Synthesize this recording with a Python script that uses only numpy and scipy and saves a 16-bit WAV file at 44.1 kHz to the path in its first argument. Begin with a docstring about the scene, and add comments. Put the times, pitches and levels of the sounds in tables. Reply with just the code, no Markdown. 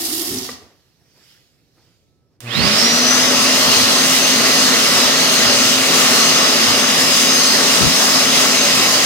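"""Water spatters into a basin and gurgles down the drain; the tap shuts with a knock, heard at once
as a crack and short rings. Soft scuffs and cloth swishes cross a still room with a thin tone.
A relay rattles; coils hum and the dryer's bar tone, phase-locked to the shaft, spins up.
Shaped noise makes the roar of air: it grows with speed, and a moving hand colours it
while stray gusts hit the two microphones of a hand-held camera. A sparse tail adds the room."""
import sys
import numpy as np
from scipy import signal
from scipy.io import wavfile
from scipy.ndimage import uniform_filter1d

SR = 44100
rng = np.random.default_rng(int(sys.argv[2]) if len(sys.argv) > 2 else 0)


def persist_wave(psi):
    """Save psi, clipped to +-1, as 16-bit WAV."""
    counts = np.round(np.clip(psi, -1, 1) * 32767).astype(np.int16)
    wavfile.write(sys.argv[1], SR, np.atleast_2d(counts).T)


N = 399105
T = np.arange(N) / SR
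HZ = np.fft.rfftfreq(1024, 1 / SR)
FRAMES_S = np.arange(N // 256 + 5) * 256 / SR

# Jet at full speed, about usual: t/s, treble/dB, roar/dB, upper gap tone/dB, lower gap tone/dB
JET_MOTION = [(3.1, -3.5, -0.5, 3.5, 3.5), (3.3, -0.5, 0, 2.0, -3), (3.5, 0.0, 0, -1.5, 2.5),
              (3.8, 1, 1, 2, 6), (4.1, 1.0, 0.5, -4, -3.0), (4.25, -0.5, 0.5, -1.5, 6), (4.5, -1, 1, 0, 3),
              (4.75, 1.5, 0.5, -3, 4.5), (5.02, -1.5, 1.5, 3.5, -3), (5.2, -1.5, 0, -3, 8),
              (5.47, 0.0, 1.5, 1, 2.5), (5.8, 0.0, -0.5, 0, 1), (6, 2, 1.5, -0.5, -1),
              (6.18, 0.5, 1.0, -0.5, 9), (6.5, 0, 1.0, 1.5, -3), (6.7, -1, 0.5, 2, 3),
              (6.88, -2.5, 0, 1, -2.5), (7.02, 1.5, 0, 5.5, 2), (7.25, 0.5, -0.5, 4.5, -4),
              (7.45, -2.5, -1, 5, 7), (7.58, -2, 0.5, 0.5, 1), (7.72, 2, 0.5, 0.5, 0),
              (7.95, -0.5, -0.5, 2, 3.5), (8.4, 0.0, 1, 1.5, -2), (8.6, -1, 0, 1.5, 2), (8.8, 0, 0.5, 4, 2),
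              (9.05, 0.5, 0.0, 0.0, 0.0)]
# Air spectrum: f/Hz, density/dB
AIR_SPECTRUM = [(29, -58), (50, -34), (188, -29), (257, 0), (327, -6.5), (396, -3), (447, -3), (569, -3.5),
                (920, -5.5), (1140, -7), (1530, -6.5), (1940, -5), (3630, -2.5), (5080, 0), (15800, -19.5)]
# Air balance: f/Hz, left minus right/dB
AIR_BALANCE = [(60, 5.0), (92, 28), (140, 18), (210, 6), (330, 1), (500, 5), (770, 6), (1170, 3.5),
               (1790, -0.5), (2740, 0), (4190, -7), (6410, 7), (9810, -1), (15000, -5.5)]
# Outlet resonances added to the air: f/Hz, width/Hz, level/dB
HOUSING_MODES = [(1147, 44, 9), (1302, 43, 7.5), (1442, 24, 5.5), (1966, 220, 2), (2600, 130, -10),
                 (2837, 240, 1.5)]
# Gap between hand and outlet sings: f/Hz, width/Hz
GAP_MODES = [(5070, 520), (4300, 450)]
# Low rings of housing and tiled room, fed by the roar: f/Hz, width/Hz, level/dB
BOOM_MODES = [(175, 10, -40), (223, 18, -32.5), (398, 20, -38.5), (507, 24, -39), (570, 16, -40),
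              (635, 16, -40)]
GAP_DB = (2, -2)  # usual height over the air
# roar, hiss, fizz: dB per tenfold speed; lowest level; share of full speed where growth stops
GROWTH_DB, FLOOR_DB, GROWN_AT = (65, 90, 85), (-27, -34, -24), (.73, 0.83, 0.86)
HISS_FOLLOWS = 0.26  # treble's share of hiss motion; the rest follows the roar
SWING_DB, SWING_S = -7.5, (2.59, 2.83)  # jet starts on the right until the camera swings round
FLICKER_DB = 1.1  # rms

# Shortfall of the bar tone at switch-on: f/Hz, time constant/s
SPIN_UP = [(2476, .1284), (2912, .2766)]
# Hand chokes the outlet, unloaded rotor races: start/s, end/s, gain/Hz
CHOKES = [(7.2, 7.53, 24), (7.54, 7.62, 108)]
# Bar tone at each microphone as it climbs: f/Hz, left/dB, right/dB
WHINE_REACH = [(2200, -60, -52), (2560, -50, -29), (2950, -48, -35), (3400, -42, -20), (3650, -36, -25),
               (3950, -31, -14), (4300, -35, -22), (4800, -30, -13), (5200, -38, -29), (5450, -33, -19),
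               (5750, -24, -17), (5900, -22, -22), (6040, -17, -22), (6150, -23, -30), (6270, -23.5, -34)]
# Bar tone fades and swells at the left microphone as its reflections interfere: t/s, level/dB
WHINE_FADING = [(3.5, 0), (3.65, -6), (3.77, 2), (3.9, -6), (4, 3), (4.11, -16), (4.23, 4), (4.5, -2),
                (4.7, 1), (4.95, -9), (5.3, 3), (5.45, -4), (5.72, 4), (6.1, -15), (6.28, 5), (6.45, -2),
                (6.6, 0), (6.72, -10), (6.84, 6), (6.96, -10), (7.4, 6), (7.52, 3), (7.6, -8), (7.92, -8),
                (8, 1), (8.2, -8), (8.28, 2), (8.4, -7), (8.62, 5), (8.85, -20), (9.05, 0)]
# Shell rung by the bar tone sweeping past: f/Hz, width/Hz, level/dB
SHELL_MODES = [(1930, 30, 6), (2560, 22, 9), (3390, 25, 3)]
# Once-per-turn rotor hum: t/s, left/dB, right/dB
SHAFT_LEVEL = [(2.55, -36, -36), (2.65, -27, -31), (2.85, -23, -29), (3.35, -26, -30), (3.75, -32, -33),
               (4.15, -29.5, -31.5), (5.5, -30.5, -32.5), (9.05, -29.5, -31.5)]
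# Weaker shaft orders at full speed: multiple of shaft rate, left/dB, right/dB
SHAFT_ORDERS = [(4, -39, -46), (20, -39, -38), (28, -43, -49), (44, -57, -48), (48, -55, -54)]
# Coil hum, strong while the stalled coils pull hard: t/s, level/dB
COIL_HUM = [(2.405, -56), (2.44, -26), (2.48, -26), (2.51, -27), (2.56, -40.5), (9.05, -45.5)]
FULL_HZ, BARS = 6274, 24  # commutator bars passing the brushes per second; bars per turn
SETTLE_S, HUM_HZ = .33, 119.5
LEFT_WAVER_DB, RIGHT_WAVER_DB = 1.5, 3  # rms

# Relay closes: t/s, level/dB
RELAY = [(2.4048, -29)]
# Stray air from camera swing, then jet: t/s, length/s, level/dB, top f/Hz, side (0 left, 1 right)
GUSTS = [(0.5, .2, -52, 95, 1), (2.541, 0.16, -17.5, 203, 1), (2.548, 0.11, -29, 150, 0),
         (3.649, 0.064, -26, 170, 1), (3.749, 0.15, -30, 121, 0), (5.03, 0.051, -32, 120, 0),
         (5.354, .07, -43, 80, 1), (5.45, 0.056, -27, 119, 0), (6.67, 0.062, -26, 130, 0),
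         (7.79, 0.1, -13.5, 266, 0), (7.863, 0.066, -21.5, 250, 1)]

# Closing tap: t/s, flow/dB, drain gurgle/dB
TAP_FLOW = [(0, -0.5, -34), (.2, -1.5, -31), (.33, -2.5, -34.5), (.42, -6.5, -38), (.46, -7.5, -52),
            (.53, -10.5, -47), (.64, -43, -65), (.74, -51, -81)]
# Spray spectrum: f/Hz, density/dB
SPRAY_SPECTRUM = [(1290, -34), (2200, -8), (2510, -15), (2750, -5), (3030, -4.5), (5310, 3), (5960, -1.5),
                  (8930, -3), (12500, -2.5), (15800, -9.5)]
# Spray balance: f/Hz, left minus right/dB
SPRAY_BALANCE = [(60, -11), (180, -2), (550, 0), (1650, -10), (4970, -1.5), (15000, -8)]
# Basin rung by the stream: f/Hz, width/Hz, level/dB
BASIN_MODES = [(740, 100, 10.5), (1060, 550, 4), (1800, 190, 2.5)]
# Single drops: t/s, level/dB, f/Hz
DROPS = [(0.0744, -9, 4430), (0.1474, -12, 10600), (0.2194, -5, 12600), (0.386, -3.5, 5750),
         (0.4314, -10, 4990), (0.4654, -22, 4970), (0.5094, -27, 6500)]
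SPRAY_DB, BASIN_DB = -21.5, -37
BASIN_FOLLOWS = 0.57  # basin loses this share of the flow's fall in dB
TOP_DB, TOP_FOLLOWS, TOP_LEAST_DB = 2, 1.0, -20  # extra spray treble: offset, share of flow, floor
# two drain air pockets; pairs are before and after the stream thins
UPPER_HZ, LOWER_HZ, LOWER_DB = (325, 392), 255, (-11, 5)
SLOSH_DB, THINS_S = (-17.5, -5.5), (0.24, 0.332)

# Valve shuts: t/s, level/dB
KNOCK = [(0.49, -20.5)]
# Rings of the fitting: f/Hz, level/dB, t60/s
VALVE_MODES = [(500, -1, .035), (760, -5, .025), (1174, -2, .04), (1916, -1, .03)]

# Cloth spectrum: f/Hz, density/dB
CLOTH_SPECTRUM = [(470, -39), (800, -9), (1070, -14), (1180, -9), (3570, -3), (5190, -0.5), (9450, -15.5),
                  (11500, -12), (15800, -16)]
# Clothes: t/s, level/dB
SWISH = [(.62, -61), (1.02, -64), (1.15, -59), (1.17, -56.5), (1.3, -51.5), (1.54, -63.5), (1.7, -66),
         (1.85, -60.5), (2, -65.5), (2.25, -77), (2.37, -76)]
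# Low soft scuffs, the first the last water draining, the rest perhaps shoes: t/s, peak level/dB
SCUFFS = [(.62, -49.5), (1.014, -66), (1.164, -59), (1.39, -78), (1.78, -58.5), (2.32, -70)]
SCUFF_RISE_DB_PER_S, SCUFF_FALL_DB_PER_S = 500, 103

# Empty room spectrum: f/Hz, relative density/dB
HUSH_SPECTRUM = [(15, -35.5), (25, -2), (130, 6), (189, -6.5), (268, -2), (513, -8.5), (1220, -24.5),
                 (3480, -31), (5220, -27), (6830, -36), (15800, -44)]
# Thin tone: t/s, level/dB
THIN_TONE = [(1.95, -90), (2.1, -79), (2.28, -76), (2.3, -100)]
HUSH_DB, THIN_HZ = -60.5, 1306

# Likeness of the two microphones: f/Hz, left-right share (1 = same)
LIKENESS = [(60, .4), (150, 0.48), (380, 1), (690, 0.48), (1050, 0.047), (1950, 1), (2600, 0.63),
            (4300, 0.12), (5300, 0.091)]
# Reverberation: f/Hz, t60/s
ROOM_DECAY = [(200, 0.48), (2000, 0.55), (10000, 0.39)]
LAG_S = 8e-5  # right microphone hears the shared part this much later
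EDGE_HZ = 15870


def amp(db):
    """Amplitude factor of a level in dB."""
    return 10 ** (np.asarray(db) / 20)


def unit_rms(x):
    """Scale to rms 1."""
    return x / np.sqrt(np.mean(x ** 2) + 1e-20)


def read(points, hz=HZ):
    """Interpolate a spectrum over log frequency."""
    f, value = np.transpose(points)
    return np.interp(np.log(hz + 1), np.log(f + 1), value)


def curves(rows, t=T, off=-120):
    """Columns over the first one; off outside the table (None holds the ends)."""
    s, *columns = np.transpose(rows)
    return np.array([np.interp(t, s, c, off, off) for c in columns])


def bump(hz, width):
    """Power of a resonance over frequency, top 1."""
    return 1 / (1 + (2 * (HZ - hz) / width) ** 2)


def resonate(x, hz, width):
    """A fixed resonance of peak gain 1."""
    return signal.lfilter(*signal.iirpeak(hz, hz / width, SR), x)


def glide(x, hz, width):
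    """A resonance on a pitch curve: shift down, smooth twice, shift back."""
    turn = np.exp(2j * np.pi * np.cumsum(hz) / SR)
    r = np.exp(-np.pi * width / SR)
    smooth = signal.lfilter([1], np.convolve([1, -r], [1, -r]), x / turn)
    return (turn * smooth).real


def wander(per_s):
    """Slow random drift of rms 1."""
    smooth = uniform_filter1d(rng.standard_normal(N), int(SR / per_s / 4))
    return unit_rms(signal.lfilter([1], [1, -np.exp(-2 * np.pi * per_s / SR)], smooth))


def pair(one, other, hz):
    """Left and right spectra that share a part, the right a little late."""
    same = np.clip(read(LIKENESS, hz), -1, 1)[:, None]
    late = np.exp(-2j * np.pi * hz * LAG_S)[:, None]
    return np.array([one, same * late * one + np.sqrt(1 - same ** 2) * other])


def noise(shape_db, lr_db, patchy_db):
    """Two-channel noise of a given spectrum, with patches drifting over time and frequency."""
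    a, b, c, d, patches = rng.standard_normal((len(FRAMES_S), len(HZ), 5)).T
    patches = uniform_filter1d(patches, size=14, axis=0)
    patches = unit_rms(uniform_filter1d(patches, size=16, axis=1))
    level_db = shape_db + patchy_db * patches
    z = pair(a + 1j * b, c + 1j * d, HZ) * amp([level_db + lr_db / 2, level_db - lr_db / 2])
    return signal.istft(z, nperseg=1024, noverlap=768)[1][:, :N]


def blow(event, modes, rise_s=0.0017):
    """One hit ringing modes that die exponentially."""
    t = np.maximum(T - event[0], 0)
    rings = sum(amp(db - 60 * t / t60) * np.sin(2 * np.pi * hz * t) for hz, db, t60 in modes)
    return amp(event[1]) * (1 - np.exp(-t / rise_s)) * rings


def jet():
    """Turbulent air through housing resonances; roar, hiss and fizz grow with speed, follow the hand."""
    treble, roar, *gaps = curves(JET_MOTION, FRAMES_S, off=None)
    treble = treble + FLICKER_DB * np.interp(FRAMES_S, T, wander(6))
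    motion = [roar, roar + HISS_FOLLOWS * (treble - roar), treble]
    speed = bar_rate(FRAMES_S) / FULL_HZ
    decades = np.log10(np.minimum(speed / np.c_[list(GROWN_AT)], 1))
    levels = [m + np.maximum(law * d, least)
              for m, law, d, least in zip(motion, GROWTH_DB, decades, FLOOR_DB)]
    rings = sum(amp(db) ** 2 * bump(hz, w) for hz, w, db in HOUSING_MODES)
    shape_db = read(AIR_SPECTRUM) + 10 * np.log10(1 + rings)
    # crossfade roar, hiss, fizz over frequency
    share = [np.interp(np.log(HZ + 1), np.log([2500, 4700, 8000]), row) for row in np.eye(3)]
    motion_db = sum(np.outer(s, level) for s, level in zip(share, levels))
    gap_db = sum(np.outer(bump(*mode) ** 2, usual + db)
                 for mode, usual, db in zip(GAP_MODES, GAP_DB, gaps))
    turn_db = np.interp(FRAMES_S, SWING_S, [SWING_DB, 0]) * np.clip(HZ / 900, .4, 1)[:, None]
    air = noise(shape_db[:, None] + motion_db + gap_db, read(AIR_BALANCE)[:, None] + turn_db, 1.12)
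    air = amp(-13.0) * air / np.sqrt(np.mean(air[:, N // 2:] ** 2))
    push = rng.standard_normal(N) * amp(np.interp(T, FRAMES_S, levels[0]))
    booms = sum(amp(db) * unit_rms(resonate(push, hz, w)) for hz, w, db in BOOM_MODES)
    return (air + booms * amp([[2], [-2]])) * (T > RELAY[0][0])


def bar_rate(t):
    """Bar tone in Hz: climbs after switch-on, races while the outlet is choked, then settles."""
    on = np.maximum(t - RELAY[0][0], 0)
    hz = FULL_HZ - sum(short * np.exp(-on / tau) for short, tau in SPIN_UP)
    return hz + sum(gain * np.clip((t - a) / (b - a), 0, 1) * np.exp(-np.maximum(t - b, 0) / SETTLE_S)
                    for a, b, gain in CHOKES)


def motor():
    """Bar tone and shaft orders locked to one rotor phase, plus coil hum; returns whine, rest."""
    bar_hz = bar_rate(T)
    turns = np.cumsum(bar_hz * (1 + 0.00036 * wander(5.34))) / SR / BARS
    # brushes chatter more while the rotor strains for speed
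    chatter_db = (1.2 + 9 * np.clip(1 - bar_hz / FULL_HZ, 0, .25)) * wander(70)
    reach_db = curves(WHINE_REACH, np.minimum(bar_hz, WHINE_REACH[-1][0]))
    left_db = curves(WHINE_FADING, off=0)[0] + LEFT_WAVER_DB * wander(8)
    fading_db = [left_db, RIGHT_WAVER_DB * wander(3.4)]
    whine = np.sqrt(2) * amp(reach_db + fading_db + chatter_db) * np.sin(2 * np.pi * BARS * turns)
    whine += sum(amp(db) * resonate(whine, hz, w) for hz, w, db in SHELL_MODES)
    shaft = amp(curves(SHAFT_LEVEL) + 2 * wander(30)) * np.sin(2 * np.pi * turns)
    speed_db = 60 * np.log10(bar_hz / FULL_HZ)
    for k, *level in SHAFT_ORDERS:  # each comes and goes
        shaft += amp(np.c_[level] + speed_db + 4 * wander(1.5)) * np.sin(2 * np.pi * k * turns)
    buzz = sum(np.sin(2 * np.pi * k * HUM_HZ * T) / k ** 1.6 for k in range(1, 7))
    hum = amp(curves(COIL_HUM)[0]) * buzz * amp(3.4 * wander(4.1))
    return whine, np.sqrt(2) * shaft * (T > RELAY[0][0]) + hum


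def relay():
    """Contacts close and bounce: a short bright rattle of noise with a fast and a slow decay."""
    t = T - RELAY[0][0]
    rattle = (t > 0) * (amp(-60 * abs(t) / 0.011) + 0.34 * amp(-60 * abs(t) / .09))
    bright = resonate(rng.standard_normal((2, N)), 5700, 9000)
    return amp(RELAY[0][1]) * rattle * bright * amp([[-3], [3]])


def gusts():
    """Lumpy low pressure, unrelated at the two microphones."""
    out = np.zeros((2, N))
    for s, length, db, hz, side in GUSTS:
        push = rng.standard_normal(SR // 4)
        band = signal.butter(2, [70, hz], "band", fs=SR, output="sos")
        low = signal.sosfilt(band, push)[-round(length * SR):]
        at = round(s * SR)
        out[round(side), at:at + len(low)] += amp(db) * unit_rms(low) * signal.windows.tukey(len(low), .4)
    return out


def tap():
    """Spray noise in random spatters, single ringing drops and a basin rung by the stream."""
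    flow_db = curves(TAP_FLOW)[0]
    top_db = np.maximum(TOP_DB + TOP_FOLLOWS * curves(TAP_FLOW, FRAMES_S)[0], TOP_LEAST_DB)
    hits = rng.random((2, N)) < 400 / SR  # 400 per second
    splats = amp(4 * np.minimum(rng.exponential(1, (2, N)), 3)) * hits
    spatter = 1 + 0.36 * signal.lfilter([1], [1, -np.exp(-1 / (0.0028 * SR))], splats)
    # treble dies first as the flow thins
    treble_share = np.clip((HZ - 6000) / 3000, 0, 1)
    shape_db = read(SPRAY_SPECTRUM)[:, None] + np.outer(treble_share, top_db)
    spray = noise(shape_db, read(SPRAY_BALANCE)[:, None], 0.55) * spatter
    spray *= amp(SPRAY_DB + flow_db) / np.std(spray[:, :SR // 3])
    drops = sum(blow((s, db), [(hz, -3, .004)], rise_s=.0002) for s, db, hz in DROPS)
    stream = rng.standard_normal((2, N))
    basin = unit_rms(sum(amp(db) * resonate(stream, hz, w) for hz, w, db in BASIN_MODES))
    return spray + drops * amp([[-4], [4]]) + basin * amp(BASIN_DB + BASIN_FOLLOWS * flow_db)


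def drain():
    """Falling water shakes two air pockets over a low slosh; the upper pitch rises as it thins."""
    water = rng.standard_normal((3, N)) * amp(2 * wander(40))
    upper = unit_rms(glide(water[0], np.interp(T, THINS_S, UPPER_HZ), 62))
    lower = unit_rms(glide(water[1], np.full(N, LOWER_HZ), 60)) * amp(np.interp(T, THINS_S, LOWER_DB))
    slosh = unit_rms(resonate(resonate(water[2], 85, 90), 85, 170))
    slosh = slosh * amp(np.interp(T, THINS_S, SLOSH_DB))
    return (upper + lower + slosh) * amp(curves(TAP_FLOW)[1])


def knock():
    """The valve seats: a dull noise crack and short rings of the fitting."""
    t = T - KNOCK[0][0]
    crack = unit_rms(resonate(rng.standard_normal(N), 1100, 1500)) * (t > 0) * amp(-60 * abs(t) / 0.043)
    return blow(KNOCK[0], VALVE_MODES) + amp(KNOCK[0][1] - 9) * crack


def swishes_and_scuffs():
    """Enveloped noise: cloth swishes, and low scuffs of the last water and then perhaps shoes."""
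    swish = unit_rms(noise(read(CLOTH_SPECTRUM)[:, None], -4.5, 2.3)) * amp(curves(SWISH)[0])
    scuffs = sum(amp(db + np.minimum(SCUFF_RISE_DB_PER_S * (T - s), SCUFF_FALL_DB_PER_S * (s - T)))
                 for s, db in SCUFFS)
    return swish + unit_rms(resonate(rng.standard_normal(N), 340, 400)) * scuffs


def hush():
    """The still room as shaped noise, with one thin sine tone."""
    tone = amp(curves(THIN_TONE)[0]) * np.sin(2 * np.pi * THIN_HZ * T)
    return amp(HUSH_DB) * unit_rms(noise(read(HUSH_SPECTRUM)[:, None], -2.5, 0.76)) + tone


def room(x):
    """Reverberation: sparse taps of random sign, each band dying at its own speed."""
    taps = np.zeros((2, SR))
    at = np.arange(300, SR - 20, 20) + rng.integers(0, 20, (2, (SR - 301) // 20))
    np.put_along_axis(taps, at, rng.choice([-1., 1.], at.shape), 1)
    hz, t, z = signal.stft(taps, SR, nperseg=256)
    decay = amp(-60 * t / read(ROOM_DECAY, hz)[:, None])
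    tail = signal.istft(pair(*z, hz) * decay, SR, nperseg=256)[1]
    return signal.fftconvolve(x, tail / np.linalg.norm(tail[0]), axes=1)[:, :N]


def scene():
    """Sum the direct sources, their room tail and the dry background."""
    whine, hum = motor()
    near = relay() + knock() + tap() + drain() + jet()
    wet = room(amp(-9) * whine + amp(-18) * hum + amp(-8) * near)
    return whine + hum + near + wet + swishes_and_scuffs() + hush() + gusts()


def record(dry):
    """Small microphones lose deep bass; the highest peaks are flattened; then the band limit."""
    thin = signal.sosfilt(signal.butter(2, 55, "high", fs=SR, output="sos"), dry)
    flat = np.clip(thin, -1, 1)
    lowpass = signal.firwin(1023, EDGE_HZ, window=("kaiser", 9), fs=SR)
    return signal.oaconvolve(flat, lowpass[None], "same")


dry = scene()
out = record(dry)
persist_wave(out)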